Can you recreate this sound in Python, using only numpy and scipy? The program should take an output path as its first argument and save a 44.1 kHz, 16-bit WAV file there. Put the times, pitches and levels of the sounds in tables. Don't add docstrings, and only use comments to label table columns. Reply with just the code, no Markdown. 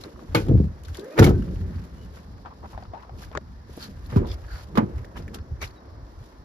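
import sys
import numpy as np
from scipy import signal
from scipy.fft import rfft, irfft, next_fast_len
from scipy.io import wavfile
from scipy.ndimage import uniform_filter1d

SR = 44100
rng = np.random.default_rng(int(sys.argv[2]) if len(sys.argv) > 2 else 0)


def to_wav(s):
    ch = np.atleast_2d(s).T
    pcm = np.round(np.clip(ch, -1, 1) * 32767)
    wavfile.write(sys.argv[1], SR, pcm.astype(np.int16))


N = 284224
SIZE = next_fast_len(N)
TIME = np.arange(N) / SR
FREQ = np.maximum(np.arange(SIZE // 2 + 1) * SR / SIZE, 1)
DIRECT = np.array([[1], [0], [0]])


def undb(db):
    return 10 ** (np.asarray(db) / 20)


def along(table, hz=FREQ):
    f, values = np.transpose(table)
    return np.interp(np.log(hz), np.log(np.maximum(f, 1)), values)


def curve(table, column, outside=-100):
    times, values = np.transpose(table)[[0, column]]
    return uniform_filter1d(np.interp(TIME, times, values, left=outside, right=outside), size=441)


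def unit(x):
    return x / np.sqrt(np.mean(x ** 2))


def shape(x, gain):
    return irfft(rfft(x, SIZE) * gain, SIZE)[..., :N]


def noise(gain):
    spectra = rng.standard_normal((3, 2 * len(FREQ))).view(complex)
    return unit(irfft(spectra * gain, SIZE)[:, :N])


def band(hz, octaves):
    return np.exp(-.5 * (np.log2(FREQ / hz) / octaves) ** 2)


def wander(rate):
    hold = int(SR / rate)
    return 1.38 * uniform_filter1d(np.repeat(rng.standard_normal(N // hold + 1), hold), hold)[:N]


def decay(t, t60):
    return np.exp(-np.log(1000) * t / t60)


def add(track, s, sound):
    i = int(s * SR)
    track[..., i:i + sound.shape[-1]] += sound[..., :N - i]


def swell(s, db, rise, fall):
    start = max(s - 3 * rise, 0)
    t = start + TIME[:int((s - start + 3 * fall) * SR)]
    return start, undb(2 * (db - 20 * np.where(t < s, (s - t) / rise, (t - s) / fall)))


def layered(events, bed_db, bed_offset_db):
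    power = undb(2 * np.array([bed_db, bed_db + bed_offset_db]))
    for *outline, offset_db in events:
        start, part = swell(*outline)
        add(power, start, part * undb(2 * np.array([[0], [offset_db]])))
    return np.sqrt(power)


# (frequency [Hz], relative density [dB])
YARD_SPECTRUM = [(120, -20), (200, -8), (349, -5), (420, -11.5), (698, -10), (1790, -18), (2760, -39.5),
                 (5520, -27.5), (7290, -48), (8000, -81.5), (10400, -90), (17600, -120)]


def yard(level_db=-53):
    air = rfft(rng.standard_normal((3, SIZE))) * undb(along(YARD_SPECTRUM))
    bands = [undb(1.57 * wander(1.43) + 1.16 * wander(3.3)) * irfft(air * band(hz, 0.36), SIZE)[:, :N]
             for hz in 250 * 2. ** np.arange(6)]
    return undb(level_db) * unit(sum(bands))


# (start [s], end [s], first frequency [Hz], last frequency [Hz], level [dB])
BIRD_CALLS = [(1.95, 2.085, 2890, 2930, -66), (2.02, 2.06, 3100, 2950, -65), (5.757, 5.8, 3950, 3760, -60),
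              (5.398, 5.425, 5100, 5300, -62), (5.398, 5.425, 4050, 4650, -63)]


def birds():
    out, waver = np.zeros(N), wander(160)
    for start, end, first_hz, last_hz, db in BIRD_CALLS:
        n = int((end - start) * SR)
        wobble = waver[int(start * SR):][:n]
        hz = np.linspace(first_hz, last_hz, n) * (1 + .008 * wobble)
        envelope = undb(db + 1.9 * wobble) * np.sqrt(np.hanning(n))
        add(out, start, envelope * np.sin(2 * np.pi * np.cumsum(hz) / SR))
    return out


# (time [s], level [dB])
AIR_BED = [(0, -47), (.13, -59.5), (.26, -60), (.35, -36.5), (.45, -32), (.64, -33.5), (.8, -37), (1., -47),
           (1.126, -76.5), (1.165, -56.5), (1.25, -38), (1.45, -33), (1.9, -41.5), (2.2, -47), (3.1, -51),
           (3.95, -53), (4.12, -45.5), (4.7, -46), (4.9, -39), (5.2, -50), (5.8, -46.5), (6.44, -48)]
# (peak time [s], level [dB], fall [s])
AIR_PUSHES = [(.154, -41, 0.053), (.31, -33, 0.086), (0.515, -18, 0.15), (.576, -17.5, 0.088),
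              (.656, -20, 0.029), (0.905, -29.5, 0.079), (1.207, -13, 0.033), (1.27, -20.5, 0.071),
              (1.34, -21, 0.1), (1.55, -29.5, 0.042), (1.65, -32, 0.052), (1.76, -32, 0.053),
              (2.31, -41, 0.22), (2.62, -38.5, 0.082), (2.759, -37, 0.14), (2.89, -37, 0.063),
              (3.14, -38, 0.12), (3.278, -35, 0.059), (3.37, -37.5, 0.063), (3.72, -40.5, 0.087),
              (4.19, -24, 0.044), (4.22, -19, 0.051), (4.31, -30.5, 0.15), (4.438, -28.5, 0.03),
              (4.539, -31, 0.068), (4.78, -36.5, 0.14), (4.976, -27.5, 0.12), (5.179, -32, 0.072),
              (5.25, -37, 0.14), (5.4, -33.5, 0.056), (5.528, -28, 0.088), (5.66, -41, 0.074)]
# (frequency [Hz], relative density [dB])
RUMBLE_SPECTRUM = [(15, -58), (28, -23), (40, 1), (55, 3), (85, 1), (125, -5.5), (200, -29), (400, -130)]


def air_thuds(flicker_db=4, rise_share=0.584):
    power = undb(2 * (curve(AIR_BED, 1) + flicker_db * wander(12)))
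    for s, db, fall in AIR_PUSHES:
        add(power, *swell(s, db, rise_share * fall, fall))
    level_db = 10 * np.log10(uniform_filter1d(power, size=441))
    hz = 69.8 + 0.52 * (level_db + 45)
    phase = 2 * np.pi * np.cumsum(hz * (1 + 0.1208 * wander(25))) / SR
    return undb(level_db) * (0.83 * np.sin(phase) + 1.034 * noise(undb(along(RUMBLE_SPECTRUM))))


# (peak time [s], level [dB], rise [s], fall [s], scrape offset [dB])
RUSTLE_STROKES = [(.014, -46, 0.011, 0.021, -1.5), (.04, -52, 0.0093, 0.11, 10),
                  (.4, -47, 0.1, 0.085, 10.5), (.856, -50, 0.023, .015, 1), (.89, -52.5, 0.037, 0.049, 2.5),
                  (.95, -48.5, 0.03, 0.11, 3), (1.183, -41.5, 0.012, 0.024, 27.5),
                  (2.17, -56.5, 0.094, .08, 8), (2.72, -57, 0.14, 0.1, 4), (2.8, -66, 0.08, 0.12, 17),
                  (3.02, -69, 0.1, 0.071, 21.5), (3.23, -49, 0.076, 0.082, 4.5),
                  (3.33, -62, 0.013, 0.019, 24), (3.84, -44.5, 0.13, 0.079, 1),
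                  (4.103, -50.5, 0.019, 0.094, 13), (4.176, -46.5, 0.045, 0.049, 15),
                  (4.272, -51, .012, 0.1, 7), (4.344, -48, 0.11, 0.011, 5), (4.544, -52, 0.12, 0.18, 4),
                  (4.638, -53.5, 0.47, 0.017, 5.5), (4.994, -61, 0.2, 0.047, 12),
                  (5.048, -51, 0.0076, 0.016, -8), (5.174, -47.5, 0.023, 0.063, 10),
                  (5.346, -38.5, 0.0068, 0.027, 5), (5.618, -39, 0.011, 0.063, 9.5),
                  (5.652, -45, 0.04, 0.044, -1), (5.776, -76.5, 0.077, 0.54, 20),
                  (6.242, -61, 0.13, 0.18, 6)]
# (time [s], level [dB])
RUSTLE_FLOOR = [(0, -66.5), (.33, -63), (.5, -58.5), (.83, -67), (1.02, -60), (1.3, -58), (1.5, -59),
                (1.7, -61.5), (2.1, -64), (2.4, -70), (3.15, -71), (3.5, -70.5), (3.74, -67.5),
                (3.92, -66.5), (4.05, -60.5), (4.25, -74), (4.85, -64.5), (5.1, -68), (5.7, -69.5),
                (5.85, -71), (6.05, -67.5), (6.44, -69)]
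# (frequency [Hz], relative density [dB])
CLOTH_SPECTRUM = [(1500, -68), (2200, -3), (2900, 0), (3550, 1), (4000, 1), (4650, 1), (5400, 0),
                  (6500, -4), (9500, -6.5), (12500, -12.5), (14200, -9.5), (15200, -50)]


def rustle():
    hiss_gain, scrape_gain = layered(RUSTLE_STROKES, curve(RUSTLE_FLOOR, 1), bed_offset_db=8.5)
    hiss = unit(undb(1.7 * wander(260) + 1.26 * wander(30)) * noise(undb(along(CLOTH_SPECTRUM))))
    scrape = unit(undb(3.15 * wander(90)) * noise(band(1015, 0.78)))
    return hiss_gain * hiss + undb(-4.5) * scrape_gain * scrape


# (start [s], end [s], frequency [Hz], level [dB], half-width [octaves])
RUBS = [(2.447, 2.493, 950, -44, 0.37), (2.495, 2.535, 950, -47.5, 0.3), (2.622, 2.672, 816, -43, 0.46),
        (2.721, 2.777, 792, -48, 0.48), (2.927, 2.999, 864, -41, 0.15), (3.007, 3.07, 932, -53, 0.27),
        (3.355, 3.383, 1500, -39, 0.3), (4.203, 4.303, 807, -44, 0.48), (5.155, 5.186, 1294, -44, 0.45),
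        (5.158, 5.19, 3070, -50.5, 0.036), (3.789, 3.881, 1400, -48.5, 0.25),
        (3.79, 3.877, 4340, -45.5, 0.13), (4.268, 4.362, 4860, -50, 0.13), (4.257, 4.35, 3500, -52, 0.057),
        (4.274, 4.363, 2210, -57, 0.16), (4.454, 4.617, 1494, -47.5, 0.18), (4.47, 4.64, 4460, -54.5, 0.1),
        (5.605, 5.66, 2216, -39, 0.067), (5.612, 5.66, 3800, -47, .025), (5.607, 5.662, 4580, -48, .025),
        (5.62, 5.668, 5700, -48.5, .02), (5.342, 5.405, 1348, -53.5, 0.3)]


def scuffs():
    out, grit, friction = np.zeros((3, N)), wander(146), rng.standard_normal((3, N))
    for start, end, hz, db, octaves in RUBS:
        i, n = int(start * SR), int((end - start) * SR)
        resonance = signal.butter(2, hz * 2 ** (octaves * np.array([-1, 1])), "band", fs=SR, output="sos")
        envelope = undb(db + 2.2 * grit[i:i + n]) * np.sqrt(np.hanning(n))
        add(out, start, envelope * unit(signal.sosfilt(resonance, friction[:, i:i + n])))
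    return out


# (peak time [s], level [dB], rise [s], fall [s], light offset [dB])
MURMUR_SWELLS = [(.07, -47.5, .1, 0.17, 1.5), (.33, -41, 0.024, 0.0091, -15),
                 (.66, -48.5, 0.018, 0.33, -4.5), (.992, -43, 0.023, 0.11, 6),
                 (1.185, -26.5, 0.017, 0.018, 7), (1.36, -29, 0.055, 0.43, -12),
                 (1.54, -36.5, 0.26, 0.91, -23), (2.83, -47.5, 0.95, 0.032, -10),
                 (2.94, -50.5, 0.066, 0.2, 0), (3.16, -42.5, 0.12, 0.16, -6.5),
                 (3.38, -36, 0.047, 0.0094, 3), (3.7, -44, 0.028, 0.038, -10),
                 (3.77, -44, 0.0099, 0.38, -6.5), (4.14, -30, 0.049, 0.027, -9),
                 (4.23, -34.5, 0.032, 0.13, -2.5), (4.534, -51, 0.083, 0.33, -16),
                 (4.75, -31, 0.061, 0.019, -11.5), (4.9, -42.5, 0.18, 0.36, -6),
                 (5.194, -38, 0.069, 0.065, -3.5), (5.358, -35.5, 0.23, 0.035, -9),
                 (5.638, -45.5, 0.061, 0.053, 0), (5.806, -57, 0.052, 0.28, -7),
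                 (6.186, -62, 0.098, 0.32, -5)]
# (time [s], level [dB], light offset [dB])
MURMUR_BED = [(0, -63.5, 14), (.2, -53, 3), (.31, -48, -6), (.8, -57, -5), (1.14, -61.5, 19.5),
              (2.2, -57.5, -0.5), (2.35, -58, 0), (2.45, -63, 7), (3.4, -52.5, -19), (3.7, -55, -10),
              (4.05, -52.5, -13), (4.5, -66.5, 5.5), (5.45, -50, -5), (5.6, -63, 3), (6.44, -59.5, -2)]


def body_murmur():
    dark, light = (unit(undb(2.0 * wander(25)) * noise(band(hz, 0.45))) for hz in (175, 380))
    dark_gain, light_gain = layered(MURMUR_SWELLS, curve(MURMUR_BED, 1), curve(MURMUR_BED, 2))
    return dark_gain * dark + light_gain * light


# (time [s], level [dB], slip rate [Hz], relative overtone level [dB])
HINGE_SLIPS = [(.97, -70, 330, -34), (.99, -41, 370, -26), (1.05, -41, 430, -17), (1.068, -41, 540, -24),
               (1.105, -43, 510, -24), (1.12, -47, 615, -13), (1.145, -44, 630, -14), (1.16, -60, 630, -22)]


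def hinge_creak():
    slip_hz = curve(HINGE_SLIPS, 2, outside=300) * (1 + .008 * wander(120))
    phase = 2 * np.pi * np.cumsum(slip_hz) / SR
    overtones = undb(curve(HINGE_SLIPS, 3)) * sum(np.sin(k * phase) for k in range(2, 5))
    roughness = 1.1 + .55 * noise(band(45, 1.0))
    return undb(curve(HINGE_SLIPS, 1)) * roughness * (np.sin(phase) + overtones)


# (time [s], level [dB], frequency [Hz], envelope t60 [s], relative crack [dB], left minus right [dB])
GRIT_CRUNCHES = [(.16, -39, 1100, .04, -21, 0), (.193, -37, 1100, 0.065, -20, 0),
                 (.225, -40, 704, .05, -20, 0), (2.45, -35.5, 810, 0.081, -28, 8),
                 (2.458, -31, 1000, 0.12, -24, 5), (2.505, -41, 950, .1, -25, 8),
                 (2.48, -42, 724, 0.083, -24, 10), (2.636, -34.5, 380, 0.15, -28, 6),
                 (2.657, -35, 960, 0.053, -23, 9), (2.731, -34, 840, 0.056, -19, 4),
                 (2.777, -20, 760, 0.016, -36, 6.5), (2.783, -31, 690, 0.086, -22, 5),
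                 (2.825, -30.5, 744, 0.045, -18, 5), (2.853, -42, 1230, .04, -20, 6),
                 (2.858, -44, 473, 0.056, -10, 11), (2.935, -25.5, 680, 0.1, -30, 6),
                 (2.949, -32, 788, 0.077, -31, 11), (2.977, -37, 895, 0.079, -20, 7),
                 (3.025, -40, 958, 0.17, -17, 12), (3.049, -42, 546, 0.068, -18, 6),
                 (3.094, -29.5, 740, 0.04, -24, 4), (3.143, -33, 400, 0.04, -33, -1),
                 (3.315, -29, 617, 0.039, -15, 6), (3.3525, -21, 455, .04, -31, 3),
                 (3.3512, -17.5, 1080, 0.015, -13, 10), (3.356, -26.5, 1146, .05, -18, 9),
                 (3.3742, -16.5, 1510, 0.011, -3.5, 12), (3.3757, -16.5, 608, 0.027, -15, 4),
                 (4.234, -40, 1190, 0.055, -25, 0), (3.695, -31, 399, 0.04, -22, 3),
                 (3.776, -22, 305, 0.05, -34, 0), (5.158, -37.5, 972, 0.061, -21, -13),
                 (5.168, -31, 890, 0.055, -14, 0), (5.334, -40, 905, .03, -25, -2),
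                 (5.626, -27, 556, 0.036, -25, 0), (5.386, -40, 1340, 0.087, -6, 5)]
METAL_TICKS = [(0.0376, -29.5, 4140, 0.023, -10, 12), (.3482, -16, 4360, 0.026, -19, 11.5),
               (0.485, -43, 1330, 0.055, -11, -7), (0.836, -44.5, 2960, 0.03, 6.5, 4),
               (0.85, -42.5, 3620, 0.073, -11, 13), (0.883, -34.5, 1540, 0.05, -7, 0),
               (0.946, -36.5, 3440, 0.067, -7, 11), (0.9525, -33.5, 1650, 0.045, -8, 0),
               (0.97, -37, 4580, 0.051, 1, 6), (0.995, -41.5, 3820, 0.054, -4, 19),
               (1.0436, -43.5, 1600, 0.11, -2.5, 1), (1.4223, -38, 1370, 0.067, -12, 3),
               (1.423, -45, 2880, .04, -20, 2), (1.488, -45, 2900, .04, -20, 0),
               (1.559, -45, 2850, .04, -18, 0), (1.757, -46, 4300, .04, -15, 4),
               (3.236, -33, 1640, 0.042, -15, -3), (3.826, -29, 4450, 0.027, -12, 6),
               (4.061, -41, 4230, 0.019, -11, 7), (4.066, -42, 13000, 0.026, -9, 0),
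               (3.7, -54, 6000, .03, 6, 2), (3.732, -46, 11000, 0.033, -8, 0),
               (3.768, -39, 10600, 0.041, -8, 0), (4.1018, -54, 1750, 0.038, -12, 3),
               (4.1215, -42, 9900, 0.019, -8, -1), (4.135, -49, 1440, 0.042, -13, -8),
               (4.1747, -42, 1270, 0.055, -23, -7), (4.257, -42, 3700, 0.025, -20, -1),
               (4.9502, -51, 1470, 0.043, -15, 4), (4.9804, -39, 1920, 0.071, -12, 1),
               (5.046, -34.5, 1800, 0.016, -23, -2), (5.1749, -35.5, 1980, 0.024, -12, 13),
               (5.279, -34.5, 1746, 0.058, -13, 1), (5.279, -43, 2200, 0.039, -15, -2),
               (2.835, -46.5, 4500, .03, -14, 8), (5.333, -42, 1300, 0.036, -12, 7),
               (5.3454, -43, 1260, 0.048, -19, -6), (5.6163, -33.5, 1800, 0.11, -20.5, 5),
               (5.6397, -24, 2247, 0.042, -26, 6), (5.645, -40, 2380, 0.051, -4, 6),
               (5.676, -40, 4370, 0.033, -12, 4), (5.708, -44.5, 4390, .03, -17, 7),
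               (5.223, -45.5, 4840, 0.044, -12, 5)]


def clicks(table, crack_hz, q, tone_gain):
    out, t = np.zeros((2, 3, N)), TIME[:int(.12 * SR)]
    bright = noise(band(crack_hz, 0.59))
    forces = rng.standard_normal((len(table), 3, len(t)))
    attack = 1 - np.exp(-t / 0.00023)
    for (s, db, hz, t60, crack_db, pan_db), force in zip(table, forces):
        b, a = signal.iirpeak(hz, q, fs=SR)
        resonance = unit(signal.lfilter(b, a, signal.lfilter(b, a, force)))
        tone = tone_gain * np.sin(2 * np.pi * hz * t) * decay(t, 0.033)
        ring = (tone + 0.51 * resonance) * decay(t, t60)
        crack = undb(crack_db) * bright[:, int(s * SR):][:, :len(t)] * decay(t, 0.35 * t60)
        port_gains = undb(db - 4.0 + np.reshape([pan_db, -pan_db], (2, 1, 1)) / 2)
        add(out, s, port_gains * attack * (ring + crack))
    return out


# (time [s], level [dB], frequency [Hz], t60 [s], rise [ms])
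RINGING_MODES = [(.002, -48, 317, 0.4, 7.3), (.222, -36.5, 315, 0.12, 4.2), (.348, -11, 2210, 0.097, 0.2),
                 (0.347, -22, 4600, .07, .2), (.372, -20, 2450, 0.089, 1), (.355, -21, 1445, .1, 1),
                 (0.346, -18, 876, 0.064, 0.13), (.35, -14.5, 502, 0.061, 0.33),
                 (.512, -25.5, 642, 0.03, 0.3), (.601, -27, 560, .03, .3), (1.142, -31, 310, .15, 3),
                 (1.155, -34, 930, .08, 2), (1.161, -23, 330, .1, 4), (1.19, -8.5, 428.4, 0.24, 2),
                 (1.216, -12, 330, .12, 2), (1.262, -16, 349.5, .2, 3), (1.19, -5.5, 1464, 0.039, .3),
                 (1.195, -16.5, 47, 1.2, 27), (1.199, -22, 61.2, 1, 13), (1.335, -19.5, 96, .3, 3.6),
                 (1.193, -12.5, 5680, 0.023, 0.222), (1.198, -10.5, 1770, .04, .3),
                 (1.222, -7, 1390, 0.052, 1.1), (1.243, -5.5, 2195, 0.034, 0.5),
                 (1.268, -19, 1740, .05, 1.5), (1.29, -21, 1313, 0.08, 1.7), (1.325, -35, 1540, 0.22, 8.7),
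                 (4.122, -22, 119.9, .08, 4), (4.161, -16, 393, .18, 1.7), (4.18, -21, 261, .15, 2.7),
                 (4.171, -15.5, 996, 0.046, 1.2), (4.212, -21, 385, .1, 2.7), (4.212, -16, 231, 0.069, 1.6),
                 (4.773, -5.5, 1100, 0.024, 0.18), (4.775, -21.5, 3030, 0.042, 0.4),
                 (4.777, 12.5, 219, 0.049, 9.2), (4.826, -10, 200, 0.063, 3), (5.615, -34, 6100, 0.047, .2)]


def rings():
    out, t = np.zeros(N), TIME[:SR]
    for s, db, hz, t60, rise_ms in RINGING_MODES:
        attack = (1 - np.exp(-t / (rise_ms * 1e-3))) ** 2
        add(out, s, undb(db) * attack * decay(t, t60) * np.sin(2 * np.pi * hz * t))
    return out


# (time [s], level [dB], first frequency [Hz], last frequency [Hz], glide [ms], t60 [s])
SHEET_POPS = [(0.5115, -6.5, 486, 139.3, 5.3, 0.064), (.553, -9.5, 332, 109.6, 6.8, .09),
              (.6, -9, 450, 130, 4.9, 0.073), (4.162, -3, 470, 86.7, 4, 0.15)]


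def dents():
    out, t = np.zeros(N), TIME[:int(.2 * SR)]
    attack = 1 - np.exp(-t / 0.0017)
    for s, db, first_hz, last_hz, glide_ms, t60 in SHEET_POPS:
        hz = last_hz + (first_hz - last_hz) * np.exp(-t / (glide_ms * 1e-3))
        add(out, s, undb(db) * attack * decay(t, t60) * np.sin(2 * np.pi * np.cumsum(hz) / SR))
    return out


# (frequency [Hz], weight [0.5 dB], unscaled t60 [s])
PANEL_MODES = [(58, -18.5, 0.38), (89, -2, 0.14), (204.3, -4, 0.39), (227, -5.5, 0.34), (360, -3, 0.5),
               (473.3, 13, 0.21), (115, -3, 0.23), (166.2, -7, 0.52), (245, -22, 0.73), (311.2, -12, 0.71),
               (422.6, -4, 0.4), (548, 7.5, 0.2), (665, -32, 0.11), (905, 16, 0.098), (1207, 29, 0.08),
               (1487, 5.5, 0.25), (1950, -24.5, 0.11), (2110, 9.5, 0.21), (2470, 15, 0.17), (3120, 3, 0.29),
               (5600, -27, 0.038)]
# (frequency [Hz], unscaled t60 [s])
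TRIM_BANDS = [(120, 0.63), (300, 0.27), (700, 0.21), (1500, 0.15), (3000, 0.13), (5500, 0.15),
              (11000, 0.11)]
TRIM_LEVELS = [-12, -10.5, -11.5, -7.5, -3.5, -5, 9]
# (time [s], level [dB],
# boom [dB], knock [dB], crack [dB], main-band rattle t60 [s], patch frequency [Hz], patch [dB])
DOOR_BLOWS = [(.348, -10, -4, -4, -16, 0.25, 320, -8), (.465, -23, -5, -23, -29, 0.11, 303, -1),
              (.483, -23, 1, -17, -23, 0.086, 300, 4.5), (.492, -10, -3, -39.5, -46, 0.14, 126.6, 5),
              (.512, -8.5, -2.5, -43, -54, 0.093, 97.6, 1.5), (.533, -19, 7.5, -33, -48, 0.15, 100, -5.5),
              (.547, -15, 14, -40, -50, 0.053, 110, -4), (.573, -28.5, -6, -17.5, -28.5, 0.27, 99, 6),
              (.602, -13.5, 5, -41, -38, 0.066, 137, -2), (0.64, -26.5, 18.5, -20, -27, 0.072, 164, -4),
              (0.655, -51, 7, -25, -31, 0.11, 91.5, -16), (1.178, -23, -9, 1, -19, 0.08, 379, 7.5),
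              (1.187, -5.5, -3.5, -3.5, -23.5, 0.14, 204, -25),
              (1.192, -2, -16, -36, -15.5, 0.11, 442, 0.5), (1.2, -6, 6.5, -25, -56, 0.12, 106, 6),
              (1.209, -13, -4, -23, -40, .15, 111.5, 1), (1.219, -7, -30, -16.5, -27.5, 0.33, 118, -6.5),
              (1.227, -15, -6, -1, -18.5, 0.19, 241, -3.5), (1.241, -12, -22.5, -24, -8, 0.14, 165.7, 2.5),
              (1.264, -18, -9, -4.5, -19.5, 0.16, 202, -2), (1.273, -9, -5, -20.5, -41, 0.15, 125, 5),
              (1.289, -14.5, -8, -41, -20.5, 0.14, 184, 6.5), (1.303, -16, 2, -23, -42, 0.14, 110, 1.5),
              (1.33, -30.5, -2, -25, -35, 0.28, 90, 7), (4.129, -30.5, 5, -15, -29, 0.31, 99.6, -15),
              (4.159, -12.5, -3.5, -19.5, -33.5, 0.14, 95, -19),
              (4.198, -20.5, -14, -29, -50, 0.2, 94, -12), (4.215, -19.5, -25, -25, -71, 0.15, 93.6, -23),
              (4.754, -29.5, -8, -1, -18.5, 0.36, 334.5, 1.5),
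              (4.774, -11.5, -10, -8, -20.5, 0.097, 399, -4), (4.781, -11, -11, -3.5, -83, 0.21, 219, -20),
              (4.828, -22.5, 10.5, -35, -48, 0.067, 203, 2)]
BLOW_BANDS_HZ, FIZZ_DB = (110, 330, 1300, 5000, 11000), -16


def door_blows():
    out, t = np.zeros((3, N)), TIME[:2 * SR // 5]
    hz, weight, t60 = np.transpose(PANEL_MODES)
    trim_noises = [noise(band(f, 0.51)) for f, _ in TRIM_BANDS]
    draws = rng.random((len(DOOR_BLOWS), 2, len(hz)))
    for blow, (detune, strength) in zip(DOOR_BLOWS, draws):
        s, db, boom_db, knock_db, crack_db, ring_s, patch_hz, patch_db = blow
        colour = list(zip(BLOW_BANDS_HZ, (boom_db, 0, knock_db, crack_db, crack_db + FIZZ_DB)))
        stretch = ring_s / along(TRIM_BANDS, BLOW_BANDS_HZ[1])
        polarity = np.sign(detune - .5)
        gains = polarity * undb(along(colour, hz) + 0.5 * weight + 5.0 * strength - 16.5)
        tones = np.sin(2 * np.pi * np.outer(hz * (1 + 0.0326 * (detune - .5)), t))
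        panels = gains @ (tones * decay(t, stretch * t60[:, None]))
        patch_phase = 2 * np.pi * patch_hz * (t + 0.000676 * (1 - np.exp(-t / 0.0017)))
        patch = undb(patch_db) * np.sin(patch_phase) * decay(t, 0.74 * ring_s)
        i = int(s * SR)
        rattle = sum(undb(along(colour, f) + share_db) * decay(t, stretch * fade) * trim[:, i:i + len(t)]
                     for (f, fade), share_db, trim in zip(TRIM_BANDS, TRIM_LEVELS, trim_noises))
        rise_s = 0.00037 * undb(-.45 * knock_db)
        add(out, s, undb(db) * (1 - np.exp(-t / rise_s)) * (DIRECT * (panels + patch) + rattle))
    return out


# (frequency [Hz], share of power [0-1])
DIFFUSE_SHARE = [(30, 0.16), (80, 0.08), (250, 0.03), (700, 0.43), (2000, 0.88), (5000, 0.88), (8000, 0.27),
                 (13000, 0.17)]


def ports(paths, lead, balance_db=0.):
    diffuse = np.clip(along(DIFFUSE_SHARE), 0, 1)
    half = undb(balance_db / 2) * np.exp(.5j * np.interp(FREQ, *np.transpose(lead)))
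    response = np.array([half, 1 / half])
    direct = shape(paths[0], np.sqrt(1 - diffuse) * response)
    return direct + shape(paths[1:], np.sqrt(diffuse) * np.abs(response))


# (frequency [Hz], phase [rad])
AROUND_LEAD = [(0, 0), (950, -1.7), (1550, -1.9), (1810, 0.6), (2500, 0.6), (3530, 3.0), (6030, -2.2),
               (7410, -2.2), (7670, -2.9), (9220, -3.5), (11100, -6.2), (13000, -6.5), (14600, -9.3),
               (16000, -9.5)]
REAR_LEAD = [(0, 0), (1120, 2.2), (1810, 0.8), (4050, 2.2), (5940, -1.7), (7060, -1.6), (8100, -3.2),
             (8960, -3.2), (10100, -5.1), (13200, -7.1), (13500, -8.0), (14000, -7.8), (15100, -9.4),
             (16000, -9.4)]
CAB_LEAD = [(0, 0), (860, -2.9), (1380, -1.7), (1890, -5.8), (3700, -5.9), (4570, -4.9), (5080, -5.2),
            (6200, -0.7), (7670, -2.9), (8870, -3.3), (11100, -6.1), (12900, -6.5), (14600, -9.2),
            (16000, -9.5)]
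# (frequency [Hz], left minus right [dB])
REAR_PAN = [(60, -1), (110, 2), (200, 1.5), (380, 0.5), (700, -0.5), (1290, -2), (2380, 1), (4400, 7.5),
            (8120, -4), (15000, 1)]
CAB_PAN = [(60, -3), (110, 0), (200, -1.5), (380, 0.5), (700, -6.5), (1290, -9.5), (2380, -0.5),
           (4400, 10.5), (8120, 4), (15000, -2)]


def scene(cab_from_s=3):
    around = air_thuds() + rustle() + scuffs() + body_murmur() + hinge_creak() + yard()
    steps = clicks(GRIT_CRUNCHES, crack_hz=3500, q=1.3, tone_gain=.9)
    ticks = clicks(METAL_TICKS, crack_hz=7000, q=2.2, tone_gain=.7)
    left, right = around + steps + ticks
    surroundings = np.array([ports(left, AROUND_LEAD)[0], ports(right, AROUND_LEAD)[1]])
    doors = door_blows() + DIRECT * (rings() + dents())
    at_cab = TIME > cab_from_s
    rear = ports(doors * ~at_cab, REAR_LEAD, along(REAR_PAN))
    cab = ports(doors * at_cab, CAB_LEAD, along(CAB_PAN))
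    return surroundings + birds() + rear + cab


def record(dry, notch_hz=8450, width_hz=330, notch_db=-24, top_hz=15800):
    notch = undb(notch_db * np.exp(-.5 * ((FREQ - notch_hz) / width_hz) ** 2))
    rounded = np.tanh(0.95 * shape(dry, notch)) / 0.98
    return signal.sosfilt(signal.ellip(10, .2, 80, top_hz, fs=SR, output="sos"), rounded)


dry = scene()
out = record(dry)
to_wav(out)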